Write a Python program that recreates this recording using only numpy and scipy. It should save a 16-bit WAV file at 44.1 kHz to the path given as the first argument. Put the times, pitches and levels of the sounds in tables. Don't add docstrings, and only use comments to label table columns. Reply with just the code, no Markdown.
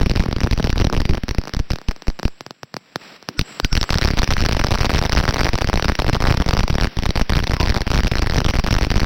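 import sys
import numpy as np
from scipy import signal
from scipy.fft import rfft, irfft
from scipy.io import wavfile
from scipy.ndimage import uniform_filter1d

SR = 44100
rng = np.random.default_rng(int(sys.argv[2]) if len(sys.argv) > 2 else 0)


def how_loud(loudness_db):
    steps = np.asarray(loudness_db, float) / 20
    return 10 ** steps


def output_pcm(signal):
    pcm = np.clip(np.atleast_2d(signal).T, -1, 1) * 32767
    wavfile.write(sys.argv[1], SR, np.round(pcm).astype(np.int16))


N = 399105
LIT_S = 3.8

# (frequency [Hz], level [dB per Hz])
CRACK_COLOUR = [(85, -21.5), (145, 0.5), (252, -0.5), (586, -1), (1690, -4), (3340, -10.5), (4530, -7.5),
                (5700, -10.5), (6700, -29), (12700, -34), (15500, -32), (20000, -37)]
# (time [s], level [dB])
JET_LEVEL = [(0.0, -30.5), (0.72, -31.5), (2.3, -39), (2.45, -40.5), (2.6, -47), (2.97, -37.5),
             (3.03, -27.5), (3.165, -28.5), (3.18, -37), (3.42, -34.5), (3.48, -26.5), (3.59, -25.5),
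             (3.61, -37), (3.8, -27), (4.0, -25), (7.39, -29), (9.05, -28.5)]
# (time [s], signed lurch [share of full scale])
LONE_BANGS = [(0, -0.01), (1.2353, -0.16), (1.291, 0.15), (1.3103, 0.23), (1.384, -0.46), (1.537, -0.098),
              (1.567, 0.23), (1.5982, 0.31), (1.7084, -0.3), (1.7184, 0.0067), (1.7339, -0.15),
              (1.8861, 0.34), (2.0818, -0.3), (2.2529, -0.44), (3.3932, -0.27), (3.4129, 0.18),
              (3.647, -0.28), (3.7287, 0.31), (3.753, -0.19), (3.768, -0.11), (3.7757, 0.35),
              (3.813, -0.17), (3.83, 0.14), (3.84, -0.0069)]


def curve(rows):
    s, value = np.transpose(sorted(rows))
    return np.interp(np.arange(N) / SR, s, value)


def sample_at(s):
    return np.clip(s * SR, 0, N - 1).astype(int)


def place(s, shapes):
    out = np.zeros(N + shapes.shape[1])
    np.add.at(out, sample_at(s)[:, None] + np.arange(shapes.shape[1]), shapes)
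    return out[:N]


def band(x, lo_hz, hi_hz, order=2):
    return signal.sosfilt(signal.butter(order, (lo_hz, hi_hz), "band", fs=SR, output="sos"), x)


def response(points, size=2048):
    hz, db = np.transpose(points)
    log_hz = np.log(np.arange(1, size // 2 + 2) * SR / size)
    cepstrum = irfft(np.interp(log_hz, np.log(hz), db) * np.log(10) / 20)
    cepstrum[1:size // 2] *= 2
    cepstrum[size // 2:] = 0
    out = irfft(np.exp(rfft(cepstrum)))
    return out / np.sqrt(np.sum(out ** 2))


def ring(x, kernel):
    return signal.fftconvolve(x, kernel)[:N]


def cracks(burst_s):
    # (time [s], level [dB])
    ceiling = [
        (0, -17.5),
        (1.5, -19.5),
        (2.3, -15),
        (3.395, -4),
        (3.41, -15),
        (3.65, -9),
        (3.9, -13.5),
        (5.5, -14.5),
        (9.05, -16),
    ]
    # (time [s], level [dB])
    pops = [(1.2832, -17.5), (1.3485, -18), (1.438, -24), (1.4542, -24), (1.4744, -18), (1.4946, -22),
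            (1.548, -17.5), (1.5929, -18.5), (1.7046, -15), (1.759, -20), (1.7865, -24), (1.912, -18.5),
            (2.022, -24), (2.071, -22.5), (2.1017, -22.5), (2.1913, -21.5), (2.1969, -18.5), (2.231, -14),
            (2.2595, -28), (2.2804, -19.5), (2.4086, -19.5), (2.4647, -21), (2.5085, -20.5),
            (2.6326, -18.5), (2.742, -17.5), (2.7674, -14), (2.959, -9.5), (3.227, -28.5), (3.2885, -9.5),
            (3.6, -4.5)]
    # (time [s], level [dB])
    more_pops = [
        (1.4155, -26),
        (1.481, -22.5),
        (1.8158, -27),
        (1.893, -23),
        (1.9167, -24.5),
        (1.9632, -28.5),
    ]
    # (time [s], level [dB])
    sharp_first = [(0.137, -23), (0.2154, -24), (0.2248, -22), (0.2572, -21.5), (0.2608, -16),
                   (0.3846, -20), (0.414, -17), (0.464, -18), (0.5637, -32), (0.5983, -15.5),
                   (0.603, -14.5), (0.6554, -24), (0.6613, -21), (0.7737, -23), (1.093, -17.5),
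                   (0.8996, -14), (0.9343, -13), (0.2832, -23), (0.9822, -22), (1.005, -14.5),
                   (1.1357, -16.5), (1.147, -15), (1.179, -22)]
    sharp_second1 = [(3.7806, -21), (3.8928, -13.5), (3.9255, -14), (3.9426, -10.5), (3.9845, -10),
                     (3.9934, -28), (4.0139, -11.5), (4.0306, -13), (4.0404, -14.5), (3.9894, -17),
                     (4.0747, -14), (4.1789, -15), (4.2191, -11), (4.243, -14), (4.3063, -11),
                     (4.3101, -13), (4.3368, -12), (4.3904, -21), (4.396, -21), (4.399, -23), (4.455, -14),
                     (4.488, -12), (4.64, -10.5), (4.6618, -23), (4.672, -21), (4.4647, -19.5),
                     (4.708, -11.5), (4.7441, -14), (4.7765, -19), (4.7928, -19), (4.8205, -17),
                     (4.8504, -16.5), (4.8553, -10.5), (4.8609, -16), (4.899, -15)]
    sharp_second2 = [(4.9166, -13), (4.9585, -15.5), (4.9816, -16), (4.986, -15.5), (5.0297, -27.5),
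                     (5.038, -14), (5.044, -24), (5.0638, -15.5), (5.0748, -30), (5.116, -27), (5.122, -11),
                     (5.134, -14), (5.1762, -18), (5.2066, -27), (5.2279, -19), (5.266, -26), (5.3, -21),
                     (5.3088, -14.5), (5.3256, -18), (5.3432, -12.5), (5.351, -30), (5.3604, -15),
                     (5.3827, -15), (5.3868, -18), (5.393, -13), (5.4078, -12.5), (5.474, -23),
                     (5.5787, -17), (5.5865, -14), (5.61, -19), (5.6202, -10), (5.5374, -22), (5.6983, -13),
                     (5.2838, -24), (5.2968, -22), (5.8439, -20), (5.9534, -15), (5.9006, -23), (5.993, -11),
                     (6.0206, -11), (5.846, -12), (6.07, -26), (6.139, -23), (6.1472, -12.5), (6.1576, -16)]
    sharp_second3 = [(6.2117, -20), (6.223, -14), (6.2536, -13.5), (6.2698, -14), (6.28, -21),
                     (6.2913, -20), (6.372, -14.5), (6.4223, -13.5), (6.4437, -28), (6.48, -19),
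                     (6.569, -13), (6.595, -13), (6.6795, -12.5), (6.8006, -18), (6.855, -17),
                     (7.0562, -13), (7.1064, -12), (7.1622, -13.5), (7.196, -12), (7.2, -20), (7.391, -12),
                     (7.437, -19), (7.4705, -14), (7.476, -15), (7.5094, -15), (7.5454, -21), (7.647, -26),
                     (7.655, -19)]
    sharp_second4 = [(7.7435, -16), (7.7486, -14), (7.7596, -17), (7.7752, -14.5), (7.7837, -20), (7.877, -16),
                     (7.9163, -10), (7.9574, -14), (8.079, -17), (8.1695, -17.5), (8.174, -21),
                     (8.3103, -18.5), (8.3366, -16), (8.3526, -23), (8.404, -11.5), (8.4454, -16),
                     (8.462, -24), (8.4845, -15), (8.4882, -13.5), (8.5037, -19), (8.5089, -16), (8.541, -18),
                     (8.545, -20), (8.22, -17), (8.57, -20), (8.5946, -15), (8.665, -12), (8.674, -14),
                     (8.686, -16), (8.7413, -13.5), (8.784, -16), (8.787, -11.5), (8.817, -26), (8.8483, -13),
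                     (8.9196, -15.5), (8.997, -16), (9.0028, -13.5), (9.0079, -33), (9.0346, -22),
                     (9.0444, -15)]

    clean = pops + more_pops + sharp_first + sharp_second1 + sharp_second2 + sharp_second3 + sharp_second4
    clean_s, clean_db = np.transpose(clean)
    scatter = np.minimum(rng.standard_normal(len(burst_s)), 1)
    held_db = curve(ceiling)[sample_at(burst_s)] + 2.9 * scatter
    clean_splatter = np.where(clean_s > LIT_S, .4, .08)[:, None]
    blasts = fronts(burst_s, held_db, splatter=0.4)
    blasts = blasts + fronts(clean_s, clean_db, splatter=clean_splatter) + sparks(burst_s)

    t = np.arange(SR // 2) / SR
    slap = how_loud(-43.0) * np.exp(-((t - .0066) / 0.00036) ** 2)
    echoes = slap + how_loud(-77) * np.exp(-t / 0.32)
    rustle = rng.standard_normal(N) * np.sqrt(np.abs(ring(blasts ** 2, echoes ** 2)))
    return how_loud(19.5) * ring(blasts + np.diff(rustle, prepend=0), response(CRACK_COLOUR))


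def fronts(s, db, splatter, size=256):
    # (time [s], lag [ms])
    bounce = [
        (3.3, .17),
        (3.39, .13),
        (3.6, .12),
        (3.645, .17),
    ]
    # (time [s], share of front, push time
    # [ms])
    body = [
        (.4, 0.14, 0.58),
        (1.15, 0.16, 0.58),
        (1.5, 0.016, 0.42),
        (3.1, 0.011, 0.051),
        (3.38, -0.26, 0.047),
        (3.66, -0.26, 0.049),
        (3.9, -0.041, 0.031),
        (5.6, 0.23, 0.039),
        (7.2, 0.037, 0.11),
    ]

    t = np.arange(size) / SR
    start = int(.0005 * SR)
    after = np.clip(t - .0005, 0, 1)
    chance = rng.standard_normal((len(db), size + 4))
    crowd = np.where((s > 1.2) & (s < LIT_S), .25, 1.2)

    shape = splatter * chance[:, 4:] * np.exp(-np.abs(t - .0008) / 0.00068)
    shape -= uniform_filter1d(shape, size=24, axis=1)
    rows = np.arange(len(db))
    shape[rows, start] += 1

    lag_s = np.interp(s, *np.transpose(bounce)) / 1000 * np.exp(.25 * crowd * chance[:, 0])
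    lag = np.clip(lag_s * SR, 2, 60).astype(int)
    shape[rows, start + lag] += .45

    thin = np.clip(0.073 + 0.2 * crowd[:, None] * chance[:, 3:4], -.5, .9)
    shape -= thin * np.roll(shape, shift=4, axis=1)

    ring_hz = 1300 * np.exp(.5 * chance[:, 4:5])
    casing = np.exp(-after / 0.00088) * np.sin(2 * np.pi * ring_hz * after)
    shape += 0.082 * crowd[:, None] ** 2 * casing

    heard = np.abs(rfft(shape) * rfft(response(CRACK_COLOUR, size))) ** 2
    shape /= np.sqrt(heard.mean(axis=1, keepdims=True))

    body_s, body_share, body_ms = np.transpose(body)
    push_s = np.interp(s, body_s, body_ms) / 1000 * np.exp(.4 * crowd * chance[:, 1])
    age = after / push_s[:, None]
    share = np.interp(s, body_s, body_share) * np.exp(0.68 * crowd * np.minimum(chance[:, 2], 1))
    shape += share[:, None] * age * np.exp(-age)
    return place(s - .0008, shape * how_loud(db)[:, None])


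def sparks(burst_s):
    s = burst_s[len(LONE_BANGS)::6]
    chance = rng.standard_normal((len(s), 2))
    spark_s = np.clip(s + 0.0081 * np.abs(chance[:, 0]), .01, N / SR - .01)
    return fronts(spark_s, -31 + 2 * chance[:, 1], splatter=0.88)


def lurches(s, swing):
    t = np.clip(np.arange(SR // 20) / SR - .0011, 0, 1)
    leak_s = 0.0032 * np.exp(0.5 * np.clip(rng.standard_normal((len(s), 1)), -1, 1))
    shape = (1 - np.exp(-t / 0.00081)) ** 2 * np.exp(-t / leak_s)
    shape = shape / shape.max(axis=1, keepdims=True)
    thump = place(s, 2.49 * swing[:, None] * shape)
    return signal.sosfilt(signal.butter(1, 5, "high", fs=SR, output="sos"), thump)


def late_bass(x, hz, width):
    pole = np.exp((2j * hz - width) * np.pi / SR)
    a = np.poly([pole, pole.conjugate()]).real
    return signal.lfilter(a[::-1], a, x)


def jet():
    # (frequency [Hz], level [dB per Hz])
    hiss_colour = [(200, 11.5), (900, 3), (2500, 4), (3600, -1.5), (4600, -1), (5700, -1), (6500, -37),
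                   (16000, -20.5)]
    hold = 200
    steps = np.repeat(rng.standard_normal(N // hold + 1), hold)
    sputter = uniform_filter1d(steps, size=hold)[:N]
    hiss = ring(rng.standard_normal(N) * how_loud(1.5 * sputter), response(hiss_colour))
    return (band(hiss, 147, 16800, order=8) + how_loud(-18.5) * hiss) * how_loud(curve(JET_LEVEL) - 11.0)


def insects():
    # (time [s], level over the jet [dB])
    insect_level = [
        (1.4, -25),
        (1.6, 0),
        (2.5, 11),
        (3.05, 4),
        (3.42, -6),
        (3.46, 17),
        (3.6, 9),
        (3.64, 8),
        (3.9, 9.5),
        (4.3, -29),
    ]
    sway = np.cumsum(rng.standard_normal(N)) * 3 / np.sqrt(SR)
    low_kind = band(rng.standard_normal(N), 7000, 7500, order=3) * np.sin(sway) ** 2 / 2
    high_kind = band(rng.standard_normal(N), 7400, 7900, order=3)
    return (low_kind + high_kind) * how_loud(curve(insect_level) + curve(JET_LEVEL) - 18.0)


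def grit(x):
    cracking = band(x, 2290, 2690)
    close = halo(cracking, reach_s=0.0015, linger=2.4)
    far = halo(cracking, reach_s=.008)
    wide = how_loud(3.0) * ring(np.diff(close, prepend=0), response(CRACK_COLOUR))
    wobble = how_loud(11.0) * band(halo(band(x, 71, 570), reach_s=0.0023), 100, 250)
    thumping = uniform_filter1d(np.abs(band(x, 30, 150)), size=2600)
    overdriven = np.clip(thumping / .06, .15, 1)
    edge = how_loud(13) * strips(far * overdriven)
    return edge + wide + wobble + warbles(far)


def halo(x, reach_s, linger=1):
    lag = np.arange(-SR // 20, SR // 20 + 1) / (reach_s * SR)
    reach = np.exp(np.minimum(lag, -lag / linger))
    power = signal.fftconvolve(x ** 2, reach / reach.sum(), "same")
    return rng.standard_normal(N) * np.sqrt(np.abs(power))


def strips(far):
    strips_hz, width_hz, hold = (4750, 5200, 5450, 5750), 280, int(.08 * SR)
    share = rng.random((N // hold + 1, len(strips_hz))) ** 6
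    share = np.repeat(share / share.sum(axis=1, keepdims=True), hold, axis=0)
    share = uniform_filter1d(share, size=hold // 4, axis=0)[:N]
    out = 0
    for k, hz in enumerate(strips_hz):
        out = out + np.sqrt(np.abs(share[:, k])) * band(far, hz - width_hz / 2, hz + width_hz / 2)
    return out


def warbles(far):
    # (start [s], end [s], frequency [Hz], level [dB])
    warble_rows = [(3.36, 3.406, 1460, -32), (3.369, 3.404, 5240, -29), (3.645, 3.65, 5430, -25),
                   (3.632, 3.661, 1480, -29), (3.7, 3.742, 1410, -24), (3.708, 3.744, 5400, -20),
                   (6.77, 6.796, 880, -23), (7.555, 7.585, 1060, -23), (7.588, 7.668, 1000, -23.5),
                   (7.73, 7.84, 840, -25), (7.855, 7.88, 800, -21), (8.216, 8.25, 806, -23),
                   (0.768, 0.826, 317, -25), (0.904, 0.952, 300, -12.5), (1.073, 1.167, 275, -10.5),
                   (3.293, 3.377, 298, -19), (4.355, 4.503, 317, -27), (8.285, 8.504, 318, -25),
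                   (3.37, 3.398, 8100, -40), (3.8, 3.824, 5390, -20)]
    t, out = np.arange(N) / SR, 0
    for start, end, hz, db in warble_rows:
        swell = np.sin(np.pi * np.clip((t - start) / (end - start), 0, 1)) ** .5
        out = out + how_loud(db + 48) * swell * band(far, hz - 75, hz + 75)
    return out


def scene():
    # (time [s], signed lurch [share of full scale])
    first_fading = [(0.0124, 0.41), (0.0169, 0.093), (0.0313, -0.26), (0.061, 0.26), (0.067, -0.21),
                    (0.097, -0.16), (0.1077, 0.25), (0.114, 0.025), (0.1547, 0.11), (0.1603, -0.2),
                    (0.1697, -0.075), (0.1745, 0.17), (0.1963, -0.39), (0.2042, 0.2), (0.2377, 0.06),
                    (0.286, -0.28), (0.3126, -0.061), (0.3279, -0.14), (0.3638, 0.25), (0.4054, 0.099),
                    (0.4342, -0.23), (0.4413, 0.31), (0.4464, -0.22), (0.4723, 0.12), (0.5118, 0.31),
                    (0.5263, -0.15), (0.532, 0.3), (0.577, -0.19), (0.5878, 0.15), (0.627, 0.026),
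                    (0.643, 0.22), (0.648, -0.21), (0.6722, 0.11), (0.6952, -0.31), (0.7027, -0.021),
                    (0.7287, 0.29), (0.759, 0.2), (0.7798, 0.26), (0.792, -0.042), (0.8, -0.14),
                    (0.8027, -0.14), (0.8095, -0.11), (0.8138, 0.3), (0.82, -0.18), (0.8446, 0.19),
                    (0.8484, -0.33), (0.8697, -0.33), (0.9272, 0.12), (0.942, 0.2), (0.9488, 0.17),
                    (0.9659, 0.15), (0.9758, 0.38), (1.0016, -0.23), (1.0177, 0.19), (1.0536, -0.21),
                    (1.0957, 0.38), (1.1092, 0.35), (1.152, 0.054), (1.173, 0.13)]
    second_part1 = [(3.905, -0.17), (3.9064, -0.011), (3.9306, 0.24), (3.955, 0.26), (3.958, -0.33),
                    (3.975, 0.12), (4.0215, -0.21), (4.0484, -0.34), (4.0558, 0.26), (4.0791, -0.2),
                    (4.0866, 0.04), (4.1046, -0.27), (4.1114, 0.012), (4.1355, -0.24), (4.172, -0.13),
                    (4.1866, 0.15), (4.1905, 0.21), (4.1948, 0.31), (4.2313, -0.26), (4.2352, 0.11),
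                    (4.2766, -0.028), (4.2888, 0.27), (4.3153, 0.28), (4.3246, 0.28), (4.3674, 0.11),
                    (4.3805, -0.19), (4.406, 0.23), (4.416, 0.23), (4.4232, -0.2), (4.438, -0.21),
                    (4.4513, 0.13), (4.462, -0.2), (4.4925, -0.18), (4.5123, -0.14), (4.5238, 0.15),
                    (4.53, -0.13), (4.5487, 0.25), (4.568, -0.14), (4.5714, 0.095), (4.5936, -0.032),
                    (4.5968, 0.015)]
    second_part2 = [(4.6005, -0.18), (4.6144, 0.18), (4.645, -0.3), (4.6686, 0.023), (4.685, -0.14),
                    (4.714, 0.21), (4.7179, -0.14), (4.7231, 0.29), (4.7393, -0.062), (4.751, 0.22),
                    (4.7555, 0.075), (4.786, -0.081), (4.806, -0.11), (4.81, 0.33), (4.813, -0.051),
                    (4.832, -0.098), (4.8463, -0.066), (4.866, 0.26), (4.8947, -0.14), (4.9051, 0.072),
                    (4.9316, -0.16), (4.9383, 0.17), (4.947, -0.18), (4.9512, 0.15), (4.9621, -0.21),
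                    (4.972, 0.11), (4.9904, 0.23), (5.015, -0.19), (5.0256, 0.033), (5.052, -0.095),
                    (5.0563, 0.22), (5.0957, 0.19), (5.1292, -0.24), (5.151, -0.09), (5.1635, 0.22),
                    (5.173, -0.21), (5.1798, 0.24), (5.188, -0.16), (5.1935, 0.058), (5.2016, 0.29),
                    (5.2105, 0.0078), (5.2352, 0.11), (5.239, -0.11)]
    second_part3 = [(5.254, 0.13), (5.2793, -0.07), (5.2874, -0.23), (5.291, 0.25), (5.3388, -0.13),
                    (5.3677, -0.086), (5.3983, 0.21), (5.4125, -0.17), (5.433, -0.12), (5.446, 0.2),
                    (5.451, -0.17), (5.4567, -0.033), (5.4676, -0.0064), (5.4851, 0.083),
                    (5.4904, 0.22), (5.5332, -0.18), (5.5416, -0.21), (5.5551, 0.19), (5.6154, 0.23),
                    (5.6446, -0.23), (5.674, 0.15), (5.6883, -0.22), (5.731, 0.21), (5.74, -0.21),
                    (5.7578, 0.26), (5.775, -0.17), (5.797, 0.062), (5.8248, -0.12), (5.855, 0.26),
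                    (5.883, -0.15), (5.89, 0.22), (5.8971, -0.18), (5.92, -0.16), (5.9898, -0.22),
                    (5.9997, 0.17), (6.0453, 0.19), (6.0659, 0.19), (6.081, -0.17), (6.09, -0.24),
                    (6.0969, -0.18), (6.1297, -0.17), (6.133, 0.34)]
    second_part4 = [(6.1519, -0.019), (6.1663, 0.24), (6.204, -0.18), (6.227, 0.15), (6.2403, -0.27),
                    (6.261, 0.12), (6.2734, 0.2), (6.284, -0.33), (6.2979, 0.084), (6.3049, -0.22),
                    (6.3084, 0.32), (6.312, -0.18), (6.3247, 0.088), (6.3418, 0.17), (6.3462, -0.14),
                    (6.3753, 0.28), (6.401, -0.36), (6.41, 0.22), (6.418, -0.088), (6.4624, -0.16),
                    (6.489, 0.35), (6.4932, 0.019), (6.5095, -0.0076), (6.5315, 0.17), (6.5357, -0.31),
                    (6.55, -0.056), (6.576, 0.21), (6.591, -0.3), (6.6065, 0.24), (6.633, 0.16),
                    (6.6379, 0.34), (6.6998, -0.22), (6.7045, 0.21), (6.7281, 0.27), (6.742, 0.049),
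                    (6.7537, -0.25), (6.7836, -0.12), (6.8113, 0.26), (6.8234, -0.19), (6.8347, 0.24),
                    (6.845, -0.19), (6.8715, 0.18), (6.9699, -0.15), (6.988, 0.28)]
    second_part5 = [(7.0241, -0.1), (7.035, -0.09), (7.063, 0.28), (7.091, 0.4), (7.1563, -0.16),
                    (7.175, 0.26), (7.2128, -0.33), (7.2174, -0.14), (7.2958, -0.099), (7.3026, 0.3),
                    (7.322, -0.25), (7.3349, 0.16), (7.3524, 0.0058), (7.357, 0.26), (7.3677, -0.11),
                    (7.3707, 0.42), (7.3814, 0.016), (7.4023, 0.21), (7.4256, -0.14), (7.441, 0.19),
                    (7.496, -0.25), (7.518, -0.16), (7.5352, 0.3), (7.54, -0.17), (7.567, -0.099),
                    (7.6008, -0.12), (7.6055, 0.31), (7.6118, -0.059), (7.6162, 0.041), (7.6301, -0.19),
                    (7.638, 0.25), (7.661, -0.046), (7.6736, 0.23), (7.6838, 0.14), (7.6947, -0.089),
                    (7.7015, 0.38), (7.7083, -0.089), (7.723, -0.078)]
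    second_part6 = [(7.765, -0.3), (7.807, -0.16), (7.818, 0.11), (7.868, -0.21), (7.904, 0.29),
                    (7.933, 0.061), (7.9383, -0.14), (7.945, -0.045), (7.9484, 0.3), (7.9658, -0.19),
                    (7.977, 0.22), (7.9882, -0.29), (7.9962, 0.17), (8.0053, -0.099), (8.0345, 0.26),
                    (8.047, -0.28), (8.0612, 0.24), (8.071, -0.064), (8.1154, 0.28), (8.1191, -0.13),
                    (8.1365, -0.095), (8.1548, -0.18), (8.184, 0.17), (8.1935, -0.16), (8.2231, -0.28),
                    (8.2314, 0.18), (8.2432, 0.033), (8.2618, 0.21), (8.2717, 0.22), (8.2983, -0.16),
                    (8.3224, 0.21), (8.3452, -0.13), (8.3593, -0.18), (8.367, 0.18), (8.3775, -0.21),
                    (8.382, 0.11), (8.3844, -0.39), (8.388, 0.081)]
    second_part7 = [(8.4167, -0.17), (8.4502, -0.2), (8.463, -0.3), (8.492, 0.25), (8.5, -0.13),
                    (8.5378, -0.14), (8.5546, -0.22), (8.5644, 0.13), (8.587, -0.38), (8.5975, 0.14),
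                    (8.6397, -0.15), (8.6448, -0.12), (8.6789, 0.21), (8.708, -0.18), (8.711, 0.29),
                    (8.7262, -0.35), (8.7296, 0.1), (8.7511, -0.17), (8.7652, 0.31), (8.811, -0.15),
                    (8.8225, 0.26), (8.8307, -0.16), (8.84, 0.13), (8.8679, -0.21), (8.904, 0.27),
                    (8.9155, -0.21), (8.9412, -0.15), (8.957, -0.059), (8.9612, 0.4), (8.9696, 0.015),
                    (8.9788, -0.21), (9.0168, -0.23), (9.031, -0.31)]
    # (time [s], signed swing [share of full scale])
    sags = [(1.088, -0.028), (1.13, -0.32), (1.89, 0.07), (2.086, -0.19), (3.38, 0.037), (3.631, 0.093),
            (3.641, -0.12), (3.722, 0.18), (4.203, -0.13), (4.3402, 0.12), (4.47, -0.051), (8.1884, .13)]

    bursts = LONE_BANGS + first_fading + second_part1 + second_part2 + second_part3
    bursts = bursts + second_part4 + second_part5 + second_part6 + second_part7
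    burst_s, lurch = np.transpose(bursts)
    soft_thumps = uniform_filter1d(lurches(*np.transpose(sags)), size=200)
    thumps = lurches(burst_s, lurch) + soft_thumps
    crackle = late_bass(cracks(burst_s), hz=310, width=237)
    return (crackle + thumps + jet() + insects())[None]


def low_pass(x):
    return signal.sosfilt(signal.butter(12, 16690, fs=SR, output="sos"), x)


def record(dry):
    held = np.tanh(0.7 * dry) / 0.91
    top_cut = signal.ellip(8, .2, 30, 15800, fs=SR, output="sos")
    mix = signal.sosfilt(top_cut, held + grit(held[0]))
    return low_pass(mix)


dry = scene()
out = record(dry)
output_pcm(out)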